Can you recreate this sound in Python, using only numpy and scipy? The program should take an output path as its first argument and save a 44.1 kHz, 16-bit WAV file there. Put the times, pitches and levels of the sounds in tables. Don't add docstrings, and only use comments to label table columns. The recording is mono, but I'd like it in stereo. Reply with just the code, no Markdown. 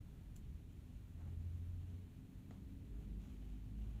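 import sys
import numpy as np
from scipy import signal
from scipy.fft import rfft, irfft
from scipy.io import wavfile

SR = 44100
rng = np.random.default_rng(int(sys.argv[2]) if len(sys.argv) > 2 else 0)


def unload_audio(sound):
    columns = np.transpose(np.atleast_2d(sound))
    steps = np.round(np.clip(columns, -1, 1) * 32767)
    wavfile.write(sys.argv[1], SR, steps.astype(np.int16))


N = 176400
T = np.arange(N) / SR
BIN_HZ = np.arange(N // 2 + 1) * SR / N


def page_tick():
    # start in seconds, left level in dB, right level in dB.
    snaps = [(.3583, -63, -59), (.3618, -65, -63), (.3640, -58, -44.5), (.3658, -55, -63), (.731, -66, -67)]
    # pitch in Hz, relative level in dB, seconds to fall by 60 dB.
    edge_modes = [(3000, -27, 0.0038), (4300, -14, 0.0044), (7120, -4.5, 0.0073), (7650, -9, .009),
                  (10840, -7.5, 0.0022), (14200, -13, 0.0034)]
    # frequency in Hz, relative level in dB.
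    bright = [(1000, -7), (3000, -5), (5500, -10.5), (7200, -2), (9000, -9), (14000, -9.5)]
    strongest_s = snaps[2][0]
    scuff_db, scuff_s = -61.5, 0.0037
    scuff = from_db(scuff_db) * np.exp(-np.abs(T - strongest_s) / scuff_s) * noise(colour(bright))
    return strike(snaps, edge_modes) + scuff + room_tail(strongest_s, bright, level_db=-66, t60=.15)


def finger_tap():
    # start in seconds, left level in dB, right level in dB.
    contacts = [(2.5079, -52.5, -67), (2.5094, -56.5, -52), (2.5118, -60, -56)]
    # pitch in Hz, relative level in dB, seconds to fall by 60 dB.
    book_modes = [(425, -3, 0.024), (715, -3, 0.018), (1160, -3, 0.0071), (1910, -9, 0.018),
                  (2700, -14, 0.0055), (3800, -13, 0.0045), (6870, -14, 0.0065)]
    # frequency in Hz, relative level in dB.
    dull = [(250, 1), (600, -5), (1200, -8), (2000, -18), (3800, -17), (5000, -28), (6900, -20),
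            (9000, -33), (14000, -42)]
    return strike(contacts, book_modes) + room_tail(contacts[0][0], dull, level_db=-63, t60=.34)


def sliding_sheets():
    # start, attack and length in seconds, then the levels of body, rasp and swish in dB.
    strokes = [(0.41, .03, .07, -84, -77, -89), (0.674, 0.034, 0.1, -78.5, -81, -85),
               (.88, .05, .11, -80, -79, -84), (1.16, 0.051, 0.19, -69, -82, -85),
               (1.34, 0.085, 0.44, -80, -82.5, -87), (1.748, .06, 0.35, -78, -79, -86),
               (2.91, .04, .14, -74.5, -90, -86), (2.995, 0.034, 0.19, -81, -78.5, -90),
               (3.173, 0.056, .26, -73, -74.5, -79.5), (3.39, .05, 0.44, -77.5, -78, -87),
               (3.77, 0.055, .9, -74.5, -78, -85)]
    # frequency in Hz, relative level in dB.
    body = [(200, -18), (450, -3.5), (620, 0), (780, 2), (1000, -6.5), (1300, -6), (1700, -11.5),
            (2400, -14), (6000, -40)]
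    rasp = [(500, -20), (1500, -2.5), (3000, 6.5), (5000, -10), (9000, -14), (15000, -21)]
    swish = [(3000, -20), (5200, -7), (6900, 1.5), (8800, -12.5), (15000, -13)]
    grain_db = 2
    friction = 0
    for layer, spectrum in enumerate((body, rasp, swish)):
        gain = 0
        for start, attack, length, *levels_db in strokes:
            swell = np.clip((T - start) / attack, 0, 1)
            fade = np.sqrt(np.clip(1 - (T - start) / length, 0, 1))
            gain = gain + from_db(levels_db[layer]) * swell * fade
        friction = friction + gain * noise(colour(spectrum))
    return from_db(grain_db * drift(rate_hz=110)) * friction


def engine():
    # time in seconds, crank turns per second.
    speed = [(0, 34.3), (.5, 37.7), (1.15, 41.9), (1.5, 42.6), (2, 45.4), (2.55, 48.3), (2.75, 48),
             (2.95, 51.2), (3.15, 50.8), (3.5, 50.4), (3.85, 52.3), (4, 54)]
    # time in seconds, level in dB.
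    throb = [(0, -65), (2.6, -71), (2.85, -59), (2.96, -51.5), (3.05, -56), (3.17, -45.5), (3.24, -66),
             (3.45, -49), (3.74, -54), (3.82, -45), (4, -48)]
    firing = [(0, -80), (.55, -57.5), (.8, -56.5), (1.03, -68), (1.22, -51.5), (1.48, -45), (1.63, -48.3),
              (1.97, -49), (2.09, -58.5), (2.5, -66.5), (2.8, -62), (3.3, -66), (3.6, -59), (4, -56.5)]
    # multiple of the crank rate, resting level in dB, then the swell's peak time in seconds,
    # half-width in seconds and level in dB.
    overtones = [(1.5, -74.5, 0.33, 0.27, -59.5), (3.05, -73.5, 1.35, 0.19, -61),
                 (4, -78, 2.58, 0.18, -62.5), (4, -80, 3.08, 0.21, -63.5), (4, -81, 3.85, 0.16, -66),
                 (5, -80.5, 3.47, 0.31, -64), (5, -84.5, 2.8, 0.16, -66), (6.15, -82, 2.492, 0.35, -72.5),
                 (7.45, -87.5, 3.15, 0.29, -76.5), (8.2, -90, 2.96, 0.143, -74.5),
                 (9.15, -91.5, 1.93, 0.19, -77.5)]
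    crank_phase = 2 * np.pi * np.cumsum(in_time(speed)) / SR
    tones = 0
    for multiple, level in ((1, throb), (2, firing)):
        tones = tones + from_db(in_time(level)) * np.sin(multiple * crank_phase + 2 * np.pi * rng.random())
    for multiple, rest_db, peak_s, half_width, swell_db in overtones:
        swell = from_db(swell_db) * np.exp(-((T - peak_s) / half_width) ** 2)
        tones = tones + np.hypot(from_db(rest_db), swell) * rough_tone(multiple * crank_phase)
    return np.sqrt(2) * tones


def second_vehicle():
    # time in seconds, pitch in Hz, level in dB.
    drone = [(0, 252, -79), (.9, 247, -79), (1.27, 249, -69.5), (1.65, 249, -82.5), (1.95, 252, -69.5),
             (2.25, 260, -65.5), (2.6, 264, -66), (2.8, 283, -66), (3, 290, -74.5), (3.25, 293, -76),
             (3.5, 295, -91)]
    times, hz, db = np.transpose(drone)
    phase = 2 * np.pi * np.cumsum(np.interp(T, times, hz)) / SR
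    return np.sqrt(2) * from_db(np.interp(T, times, db)) * rough_tone(phase)


def street_rumble():
    # frequency in Hz, relative level in dB.
    traffic = [(12, -12.5), (28, -9), (42, -1), (60, -0.5), (110, -5.5), (200, -10.5), (280, -14),
               (360, -22.5), (500, -27.5), (800, -45), (2000, -68.5)]
    # centre in Hz, half-width in Hz, level of the rumble in that resonance in dB.
    room_modes = [(52.7, 5.9, -62), (66.6, 4.6, -67), (83.7, 6.3, -69.5), (99.3, 3.9, -63),
                  (131.3, 14, -65.5), (171.4, 5.9, -68.5), (204, 12, -69.5), (252, 8.2, -72.5),
                  (307, 16, -78), (369.4, 11, -83), (412.3, 9.7, -82.5)]
    # time in seconds, gain in dB.
    deep_ride = [(0, 9), (.15, 2), (.3, 4), (.5, 3.5), (.7, -3), (1.25, 1.5), (1.58, 4.5), (1.72, 2),
                 (2.1, -2.5), (2.55, -4), (2.75, 4.5), (3.17, 0.5), (3.28, -0.5), (4, 0.5)]
    upper_ride = [(0, -1), (.55, -0.5), (.7, -1.5), (1.08, -3), (1.27, 2.5), (1.5, -1), (2.4, -1.5),
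                  (2.8, 0.5), (3.16, 3), (3.27, -0.5), (3.5, -1.5), (3.87, 0.5), (4, -2)]
    traffic_db, crossover_hz = -57, 76.6
    power = (from_db(traffic_db) * unit_rms(colour(traffic))) ** 2
    for centre, half_width, db in room_modes:
        resonance = 1 / (1 + ((BIN_HZ - centre) / half_width) ** 2)
        power = power + (from_db(db) * unit_rms(resonance)) ** 2
    deep_share = 1 / (1 + (BIN_HZ / crossover_hz) ** 12)
    rumble = 0
    for share, ride in ((deep_share, deep_ride), (1 - deep_share, upper_ride)):
        band = np.sqrt(np.mean(power * share)) * noise(np.sqrt(power * share))
        rumble = rumble + band * from_db(in_time(ride))
    return rumble


def hiss():
    # frequency in Hz, relative level in dB.
    air = [(290, -22.5), (500, -4), (569, 0), (887, -4.5), (953, -5.5), (1220, -7.5), (2010, -8.5),
           (2160, -10.5), (2320, -8), (4180, -13), (4820, -19.5), (6900, -16), (7740, -18.5),
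           (14500, -18.5), (15400, -18.5)]
    level_db, waver_db, low_cut_hz = -73, .45, 403
    low_cut = 1 - 1 / (1 + (BIN_HZ / low_cut_hz) ** 2)
    return from_db(level_db + waver_db * drift(rate_hz=6)) * noise(colour(air) * low_cut)


def strike(contacts, modes):
    clicks = np.full((2, N), 1e-18)
    for start, left_db, right_db in contacts:
        clicks[:, int(start * SR)] += from_db([left_db, right_db])
    ring = 0
    for k, (hz, db, t60) in enumerate(modes):
        decay, angle = from_db(-60 / (t60 * SR)), 2 * np.pi * hz / SR
        mode = signal.lfilter([0, np.sin(angle)], [1, -2 * decay * np.cos(angle), decay * decay], clicks)
        ring = ring + (-1) ** k * from_db(db) * mode
    return ring


def room_tail(start, spectrum, level_db, t60):
    fall_db = -60 * np.maximum(T - start, 0) / t60
    return (T > start) * from_db(level_db + fall_db) * noise(colour(spectrum))


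def rough_tone(phase):
    waver_db = 1.3 * drift(rate_hz=2.5)
    tremble_db = 1.8 * drift(rate_hz=18)
    wandering_phase = phase + 2 * np.pi * rng.random() + .5 * drift(rate_hz=2.5)
    return from_db(waver_db + tremble_db) * np.sin(wandering_phase)


def noise(gain):
    # frequency in Hz, correlation between left and right.
    likeness = [(60, 0.98), (110, 0.84), (200, 0.97), (380, 0.62), (700, 0.13), (1290, -0.046),
                (15000, -0.033)]
    alike = np.clip(across_bins(likeness), -1, 1)
    mid, side = rfft(rng.standard_normal((2, N)))
    left_right = np.sqrt(1 + alike) * mid + np.sqrt(1 - alike) * side * [[1], [-1]]
    return unit_rms(irfft(gain * left_right, N))


def drift(rate_hz):
    hop, run_in = 40, 2000
    pole = np.exp(-2 * np.pi * hop * rate_hz / SR)
    steps = rng.standard_normal(N // hop + run_in + 2)
    wander = signal.lfilter([1], [1, -2 * pole, pole * pole], steps)[run_in:]
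    return np.interp(np.arange(N) / hop, np.arange(len(wander)), unit_rms(wander))


def colour(points):
    return from_db(across_bins(points))


def across_bins(points):
    hz, value = np.transpose(points)
    return np.interp(np.log(BIN_HZ + 0.0011), np.log(hz), value)


def in_time(points):
    return np.interp(T, *np.transpose(points))


def from_db(db):
    return 10 ** (np.asarray(db) / 20)


def unit_rms(x):
    return x / np.sqrt(np.mean(x ** 2) + 1e-30)


def scene():
    book = page_tick() + finger_tap() + sliding_sheets()
    return book + engine() + second_vehicle() + street_rumble() + hiss()


def record(dry):
    fade_in_s, cutoff_hz = .012, 15550
    fade_in = np.sin(np.pi / 2 * np.minimum(T / fade_in_s, 1)) ** 2
    low_pass = signal.ellip(12, .1, 80, cutoff_hz, fs=SR, output="sos")
    return signal.sosfilt(low_pass, dry * fade_in)


dry = scene()
out = record(dry)
unload_audio(out)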